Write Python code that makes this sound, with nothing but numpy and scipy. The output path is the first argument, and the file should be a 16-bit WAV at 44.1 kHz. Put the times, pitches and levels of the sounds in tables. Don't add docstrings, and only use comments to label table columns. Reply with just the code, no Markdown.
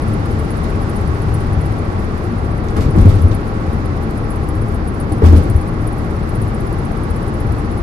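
import sys
import numpy as np
from scipy import signal
from scipy.fft import rfft, irfft
from scipy.io import wavfile
from scipy.ndimage import uniform_filter1d

SR = 44100
rng = np.random.default_rng(int(sys.argv[2]) if len(sys.argv) > 2 else 0)


def gain_from_decibels(decibels):
    exponent = np.asarray(decibels, float) / 20
    return 10 ** exponent


def master(y):
    cut = np.clip(np.atleast_2d(y).T, -1, 1)
    pcm = np.round(cut * 32767)
    wavfile.write(sys.argv[1], SR, pcm.astype(np.int16))


N = 344862


def at_hz(points, hz):
    curve_hz, value = np.array(points)[:, 0], np.array(points)[:, 1]
    return np.interp(np.log(hz), np.log(curve_hz), value)


def clicks(rows, gains):
    out = np.full(N, 1e-18)
    at = (np.array(rows)[:, 0] * SR).astype(int)
    np.add.at(out, np.minimum(at, N - 1), gains)
    return out


def ring(x, hz, t60):
    radius, w = gain_from_decibels(-60 / (t60 * SR)), 2 * np.pi * hz / SR
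    return signal.lfilter([0, np.sin(w)], [1, -2 * radius * np.cos(w), radius ** 2], x)


def bandpass(x, order, low_hz, high_hz):
    return signal.sosfilt(signal.butter(order, [low_hz, high_hz], "band", fs=SR, output="sos"), x)


def ticks(rows, low_hz, high_hz, gain_db):
    puff = np.zeros(N)
    for s, db, t60 in rows:
        t = np.arange(int(t60 * SR)) / SR
        at = int(s * SR)
        puff[at:at + len(t)] += gain_from_decibels(db + gain_db - 60 * t / t60)
    return bandpass(puff * rng.standard_normal(N), 2, low_hz, high_hz)


def after_shake(rows, t60):
    rise_s = 0.005
    fade, rise = gain_from_decibels(-120 / (t60 * SR)), np.exp(-1 / (rise_s * SR))
    power = signal.lfilter([1], [1, -fade], clicks(rows, gain_from_decibels(2 * np.array(rows)[:, 1])))
    return signal.lfilter([1 - rise], [1, -rise], power)


# t/s, level/dB
SURFACE = [(0, 1), (.4, 1), (1.4, 0.8), (2.6, -0.5), (3.7, 0), (4.8, -1), (6.2, -0.5), (7.0, -0.2),
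           (7.82, -0.2)]
# t/s, level/dB
ROAD_WAVES = [(.0, -25.5), (.12, -20), (.36, -19.5), (.7, -21), (1.08, -19.5), (1.32, -17), (1.56, -15.5),
              (1.7, -22), (1.97, -21), (2.46, -21), (3.75, -21), (3.93, -22), (4.44, -21), (4.6, -21),
              (4.7, -20.5), (5.04, -27), (5.82, -24), (6.06, -25), (6.42, -18.5), (6.62, -25), (6.78, -25),
              (7.14, -21.5), (7.5, -19)]
# steady level/dB, share of surface swing [1], after-shake level re the blows/dB, t60/s
REGIONS = [
    (-26, .2, -13.5, 0.48),
    (-24, 0.33, -13.5, 0.4),
    (-23.5, .3, -8.5, 0.61),
    (-33, 0.63, -13, 0.53),
    (-48, 1.7, -10.5, 0.53),
]


def ride():
    t = np.arange(N) / SR
    surface_db = np.interp(t, *np.transpose(SURFACE))
    power = []
    for (db, share, shake_db, t60), blows in zip(REGIONS, [JOLTS, JOLTS, KNOCKS, SLAPS, CREAKS]):
        steady = gain_from_decibels(2 * (db + share * surface_db))
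        power.append(steady + gain_from_decibels(2 * shake_db) * after_shake(blows, t60))
    wave_s = .07
    power[1] += sum(gain_from_decibels(2 * db) * np.exp(-((t - s) / wave_s) ** 2) for s, db in ROAD_WAVES)
    return 10 * np.log10(power)


# f/Hz, lag/rad
LEFT_LAG = [(25, 0.12), (100, 0.21), (200, 0.4), (700, 0.51), (880, 0.81), (1000, 2.14), (1900, 3.77),
            (2300, 5.56)]
# f/Hz, level/dB
LEFT_LEAN = [(60, 6.5), (110, 3.5), (200, 2.5), (380, 1.0), (700, 1), (1290, -1.5), (2380, 0.5), (4390, -7),
             (8110, 3), (15000, 16)]


def at_ports(spectrum, hz, alike):
    envelope = uniform_filter1d(np.abs(spectrum), size=400)
    private = rfft(rng.standard_normal(N)) * envelope / np.sqrt(N)
    lean = gain_from_decibels(at_hz(LEFT_LEAN, hz) / 2)
    left = alike * spectrum + np.sqrt(1 - alike ** 2) * private
    left = left * np.exp(-1j * at_hz(LEFT_LAG, hz))
    return np.array([left * lean, spectrum / lean])


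# f/Hz, spectral level/dB
ROAD_SPECTRUM = [(12, -33), (20, 3.5), (98, 1), (171, -5.5), (227, -9), (264, -12), (308, -8.5), (681, -22),
                 (794, -22.5), (925, -24.5), (1140, -24.5), (1580, -29.5), (1990, -34), (3080, -49.5),
                 (9000, -62), (11700, -91), (19800, -120)]
# f/Hz, width/Hz, level above the broad noise/dB
CABIN_MODES = [(27.5, 8.7, 10.5), (45.45, 2.6, 15), (81, 15, 8), (108.2, 5.6, 11), (146, 34, 2),
               (218.6, 8.9, 5.5), (233.4, 27, 3.5), (304, 31, 3), (307.7, 2.7, -5.5), (430, 105, 3),
               (799, 28, 5), (1115, 25, 6.5), (1340, 71, 3), (1950, 49, 1.5), (4980, 1500, 2.5)]
# f/Hz, coherence [1]
COHERENCE = [(60, 1), (130, 0.95), (200, 0.86), (300, 0.83), (450, 0.54), (650, 0.35), (850, 0.23),
             (1050, 0.042), (1600, 0.41), (2300, 0.083), (3500, 0.039)]


def road(levels):
    hz = np.maximum(np.fft.rfftfreq(N, 1 / SR), 1)
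    modes_db = sum(db / (1 + (2 * (hz - mode_hz) / width_hz) ** 2) for mode_hz, width_hz, db in CABIN_MODES)
    colour = gain_from_decibels(at_hz(ROAD_SPECTRUM, hz) + modes_db) / np.sqrt(1 + (25 / hz) ** 6)
    alike = np.clip(at_hz(COHERENCE, hz), 0, 1)
    ports = at_ports(colour * rfft(rng.standard_normal(N)), hz, alike)
    edges_hz = [1e-3, 60, 140, 600, 2500, 1e5]
    below = [1 / (1 + (hz / edge) ** 8) for edge in edges_hz]
    evened = [0.55, 0.55, 0.15, 0.14, 0.16]
    out = 0
    for k, level_db in enumerate(levels):
        band = irfft(ports * (below[k + 1] - below[k]), N)
        power = uniform_filter1d(band.mean(0) ** 2, size=3500)
        swell = np.sqrt(uniform_filter1d(power, size=3500))
        band = band / swell ** evened[k]
        out = out + gain_from_decibels(level_db) * band / np.sqrt(np.mean(band.mean(0) ** 2))
    return out


# f/Hz, spectral level/dB
SEAL_AIR = [(8000, -14.5), (10000, 2.5), (12000, -4.5), (13000, -4.5), (14700, -11)]


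def seal_hiss(hiss_db):
    hz = np.maximum(np.fft.rfftfreq(N, 1 / SR), 1)
    colour = gain_from_decibels(at_hz(SEAL_AIR, hz)) / (1 + (8000 / hz) ** 6)
    air = irfft(colour * rfft(rng.standard_normal((2, N))), N)
    air[1] = np.diff(air[1], n=2, prepend=[0, 0]) * 0.24
    shaken_db = np.maximum(hiss_db + 47.5, 0)
    return gain_from_decibels(-53 + shaken_db) * air / air[0].std()


# t/s, peak level/dB
HARD_TOUCHES = [(.0194, -36), (.3915, -38), (.5057, -33), (.5716, -36), (.8944, -34), (.9582, -33),
                (1.3418, -32), (1.6102, -38), (2.5122, -44), (3.0864, -37), (3.2201, -35), (3.3463, -32),
                (3.8546, -40), (4.3026, -34), (4.4897, -35), (4.8758, -33), (5.001, -31), (5.1223, -29),
                (5.3722, -30), (5.5029, -33), (5.5613, -35), (5.8716, -30), (6.3525, -35), (6.4168, -32),
                (6.7286, -36), (6.8503, -36), (7.1023, -36), (7.1621, -37), (7.4031, -36), (7.7757, -38)]
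FIRM_TOUCHES = [.0787, .1321, .2563, .3107, .6345, .817, 1.072, 1.2166, 1.4027, 1.5284, 1.6571, 2.7651,
                2.9053, 3.0116, 3.2834, 4.0327, 4.1739, 4.6169, 4.7426, 5.239, 5.4355, 5.6136, 5.677,
                5.9254, 5.9823, 6.2926, 6.6049, 6.9721, 7.2784, 7.3407]
# t/s, level/dB
SWING = [(0, -45), (1.6, -45.5), (2.0, -46.5), (2.6, -46), (3.2, -44), (3.6, -45.5), (4.6, -44),
         (5.8, -47.5), (6.5, -39.5), (7.82, -42.5)]
MISSED_TURNS = [2.84, 3.91, 4.81, 5.06, 5.29]


def touches():
    turn_s, jitter_s, firm_db = .0635, .004, -38.5
    hard_s, hard_db = np.transpose(sorted(HARD_TOUCHES + [(s, firm_db) for s in FIRM_TOUCHES]))
    hard_turns = np.cumsum(np.round(np.diff(hard_s, prepend=hard_s[0]) / turn_s))
    turn = np.arange(hard_turns[-1] + 1)
    chance = np.clip(rng.standard_normal((len(turn), 3)), -2, 2)
    is_light = ~np.isin(turn, hard_turns)
    s = np.interp(turn, hard_turns, hard_s) + jitter_s * chance[:, 0] * is_light
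    peak_db = np.interp(s, *np.transpose(SWING)) + 2.5 * chance[:, 1]
    peak_db[hard_turns.astype(int)] = hard_db
    upper_db = -8 + 2 * chance[:, 2]
    struck = np.abs(s[:, None] - MISSED_TURNS).min(axis=1) > turn_s / 2
    return np.transpose([s, peak_db, upper_db])[struck]


# f/Hz, level/dB, t60/s
TRINKET_MODES = [
    (9645, -1, .06),
    (9712, -2, .06),
    (10330, 0, .065),
    (10392, -4, .055),
    (10980, -9, .025),
    (11350, -8, .025),
    (12500, -17, .015),
    (13200, -19, .012),
    (7500, -16, .015),
]


def trinket_ring(tinkles):
    s, peak_db, upper_db = np.transpose(tinkles)
    upper = np.clip(gain_from_decibels(upper_db + 5), .1, .95)
    contacts = [(-.002, -6.5), (.001, -6.5), (.004, -11), (.008, -26), (.014, -24)]   # (wait/s, level/dB)
    chance = rng.standard_normal((len(s), len(TRINKET_MODES), len(contacts)))
    waits = rng.random((len(s), len(contacts)))
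    out = 0
    for k, (hz, db, t60) in enumerate(TRINKET_MODES):
        share = np.sqrt(1 - upper ** 2) if k < 2 else upper if k < 4 else .9
        hits = 0
        for j, (wait, drop_db) in enumerate(contacts):
            contact_s = s + wait + 0.0016 * waits[:, j]
            hits = hits + clicks(contact_s[:, None], share * gain_from_decibels(peak_db + db + drop_db) * chance[:, k, j])
        out = out + bandpass(ring(hits, hz, t60), 1, hz - 800, hz + 800)
    loudest = np.array([np.abs(out[int(a * SR) - 90:int(a * SR) + 900]).max() for a in s])
    latest = np.maximum(np.searchsorted(s - .003, np.arange(N) / SR) - 1, 0)
    steady = (gain_from_decibels(peak_db - 2.5) / loudest)[latest]
    return out * steady


def trinket():
    tinkles = touches()
    contact = [(s - .001, db, .007) for s, db, _ in tinkles]
    metal = trinket_ring(tinkles) + ticks(contact, low_hz=9000, high_hz=14000, gain_db=-8.0)
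    return np.array([metal * gain_from_decibels(8.0), np.roll(metal, 9) * gain_from_decibels(-11.5)])


# t/s, peak level/dB
SNAPS = [(0.3905, -47), (1.0221, -50), (1.1473, -50), (1.5274, -53), (2.6858, -46), (2.7087, -48),
         (2.7661, -45), (3.1837, -43), (3.2166, -40), (3.254, -43), (3.3443, -46), (4.0262, -44),
         (4.1101, -39), (4.4887, -40), (4.7242, -44), (4.8439, -47), (4.9227, -43), (5.0968, -44),
         (5.1218, -47), (5.239, -49), (5.4994, -32), (5.8706, -43.5), (6.2911, -46), (6.7266, -47),
         (7.0998, -48), (7.3392, -51), (7.5228, -45), (7.7732, -51.5)]


def snaps():
    rows = [(s, db, .005) for s, db in SNAPS]
    return ticks(rows, low_hz=7000, high_hz=15500, gain_db=9.5) * gain_from_decibels(np.array([[4], [-8]]))


# t/s, peak level/dB, lean to the left/dB (the right port is lowered by 2.5 times this)
CREAKS = [(0.6414, -44, -6), (2.6858, -44.5, -6), (2.7661, -33.5, -2.5), (2.808, -34, -3.5),
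          (2.821, -37, 5), (2.968, -39, 0), (2.9845, -35.5, -3), (3.0086, -37, 2), (3.057, -32.5, 4),
          (3.094, -33, -3), (3.1394, -41, 3), (3.1844, -43, -4), (3.313, -40.5, -6.5), (5.1203, -56, -10),
          (5.223, -44, -4.0), (5.236, -38, -3), (5.25, -38, -5), (5.26, -31.5, -3.5), (5.286, -37, 2),
          (5.325, -32, 15), (5.364, -33.5, -4), (5.4234, -40, 3)]


def creaks():
    out = []
    for pan_share, top_hz in [(0.0, 12500), (-2.5, 5240)]:
        rows = []
        for s, db, pan in CREAKS:
            side_db = db + pan_share * pan
            rows += [(s, side_db - 3.0, 0.16), (s, side_db - 7, .02)]
        out.append(ticks(rows, low_hz=2000, high_hz=top_hz, gain_db=-0.5))
    return np.array(out)


# t/s, peak level/dB
CRACKS = [
    (.6414, -41),
    (2.6850, -32),
    (2.7661, -33),
    (2.807, -30),
    (2.9851, -38),
    (5.2614, -38),
    (5.3657, -38),
]


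def brittle_cracks():
    rows = [(s, db, .014) for s, db in CRACKS]
    return ticks(rows, low_hz=2800, high_hz=6960, gain_db=2.0) * gain_from_decibels(np.array([[-3], [3]]))


# t/s, peak level/dB, t60/s
SLAPS = [(2.763, -19.5, 0.11), (2.953, -18.5, 0.045), (2.975, -23, 0.037), (3.053, -21, 0.099),
         (5.219, -20, 0.068), (5.24, -15, 0.096), (5.306, -32, 0.063), (5.325, -23, 0.06),
         (5.336, -27, 0.08), (5.422, -33, 0.06), (5.436, -35, 0.064)]


def slaps():
    opening = ticks([(s, db, .03) for s, db, _ in SLAPS], low_hz=550, high_hz=1500, gain_db=-3.0)
    return opening + ticks(SLAPS, low_hz=420, high_hz=1100, gain_db=11.5)


# t/s, peak level/dB, f/Hz, t60/s
KNOCKS = [(2.765, -14, 324, 0.094), (2.782, -12, 199, 0.1), (2.849, -11, 227, 0.054),
          (2.953, -7.5, 320, 0.083), (2.974, -6.5, 179, 0.12), (3.051, -6, 215, 0.11),
          (3.259, -15.5, 253, 0.13), (5.118, -16, 301, 0.13), (5.22, -7.5, 435, 0.13),
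          (5.238, -7, 285, 0.098), (5.325, -4, 307, 0.071), (5.357, -34, 233, 0.14),
          (5.437, -13.5, 215, 0.075)]


def knocks():
    soft = signal.butter(2, 900, fs=SR, output="sos")
    rung = sum(ring(clicks([row], gain_from_decibels(row[1])), row[2], row[3]) for row in KNOCKS)
    return signal.sosfilt(soft, rung)


# t/s, peak level/dB, f/Hz, length/s
JOLTS = [(2.779, -8.5, 88.5, 0.024), (2.852, -10, 61, 0.022), (2.860, -12.5, 138, 0.042),
         (2.927, -8, 92, 0.048), (2.986, -3.5, 90.6, 0.025), (2.982, -10, 44.4, .06),
         (3.013, -13, 71, 0.015), (3.053, 2, 95.6, 0.043), (3.119, -6, 99.5, 0.061),
         (3.191, -11.5, 79, 0.055), (3.24, 0, 86.6, 0.028), (3.304, -12, 100.2, 0.076),
         (5.107, -15, 88, 0.02), (5.229, -2.5, 81, 0.18), (5.325, -1, 81, 0.016), (5.234, -12, 40.7, 0.082),
         (5.454, -13, 70, 0.022), (5.486, -6, 101.5, 0.024), (5.551, -3, 72, 0.011)]


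def jolts():
    out = np.zeros(N)
    for s, db, hz, length in JOLTS:
        t = np.arange(int((length + .012) * SR)) / SR
        shape = np.clip(t / .005, 0, 1) * np.clip((t[-1] - t) / (.012 + .2 * length), 0, 1)
        at = int(s * SR)
        out[at:at + len(t)] += gain_from_decibels(db) * shape * np.sin(2 * np.pi * hz * t)
    return out


def scene():
    levels = ride()
    bed = road(levels) + seal_hiss(levels[4])
    trim = snaps() + creaks() + brittle_cracks()
    blows = slaps() + knocks() + jolts()
    body = np.array([np.roll(blows, 18) * gain_from_decibels(2.5), blows * gain_from_decibels(-1.2)])
    return bed + trinket() + trim + body


def starved_top(x):
    whole, all_hz = rfft(x), np.fft.rfftfreq(N, 1 / SR)
    low = irfft(whole * (all_hz < 4500), N)
    top = irfft(whole * (all_hz >= 4500) * (all_hz < 14750), N)
    hz, s, frames = signal.stft(top, SR, window="cosine", nperseg=2048, noverlap=1024)
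    bright = uniform_filter1d(irfft(whole[0] * (all_hz > 9000), N) ** 2, size=256)
    sharp = np.flatnonzero(bright[300:] > gain_from_decibels(2 * 7.5) * bright[:-300]) / SR + .004
    near_sharp = np.abs(s[:, None] - sharp).min(axis=1) < .014
    spared = near_sharp | (rng.random(len(s)) < .1)
    faint = np.median(np.abs(frames[0, (hz > 12000) & (hz < 12600)]))
    tilt_db = 3.2 * (hz[:, None] - 12000) / 1000 * (hz[:, None] > 11000)
    step = faint * gain_from_decibels(tilt_db + 1.5 * rng.standard_normal(len(s)))
    threshold = np.where(spared, rng.uniform(.15, .6, len(s)), 1.45) * step
    dropped = (np.abs(frames) < threshold) & (rng.random(frames.shape) > .008)
    kept = signal.istft(frames * ~dropped, SR, window="cosine", nperseg=2048, noverlap=1024)[1]
    return low + kept[:, :N]


def roll_off(x):
    return signal.sosfilt(signal.butter(12, 15570, fs=SR, output="sos"), x)


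def record(dry):
    low_pass = signal.cheby2(10, 50, 15600, fs=SR, output="sos")
    cut = signal.sosfilt(low_pass, starved_top(dry))
    return roll_off(np.clip(cut, -1, 1))


dry = scene()
out = record(dry)
master(out)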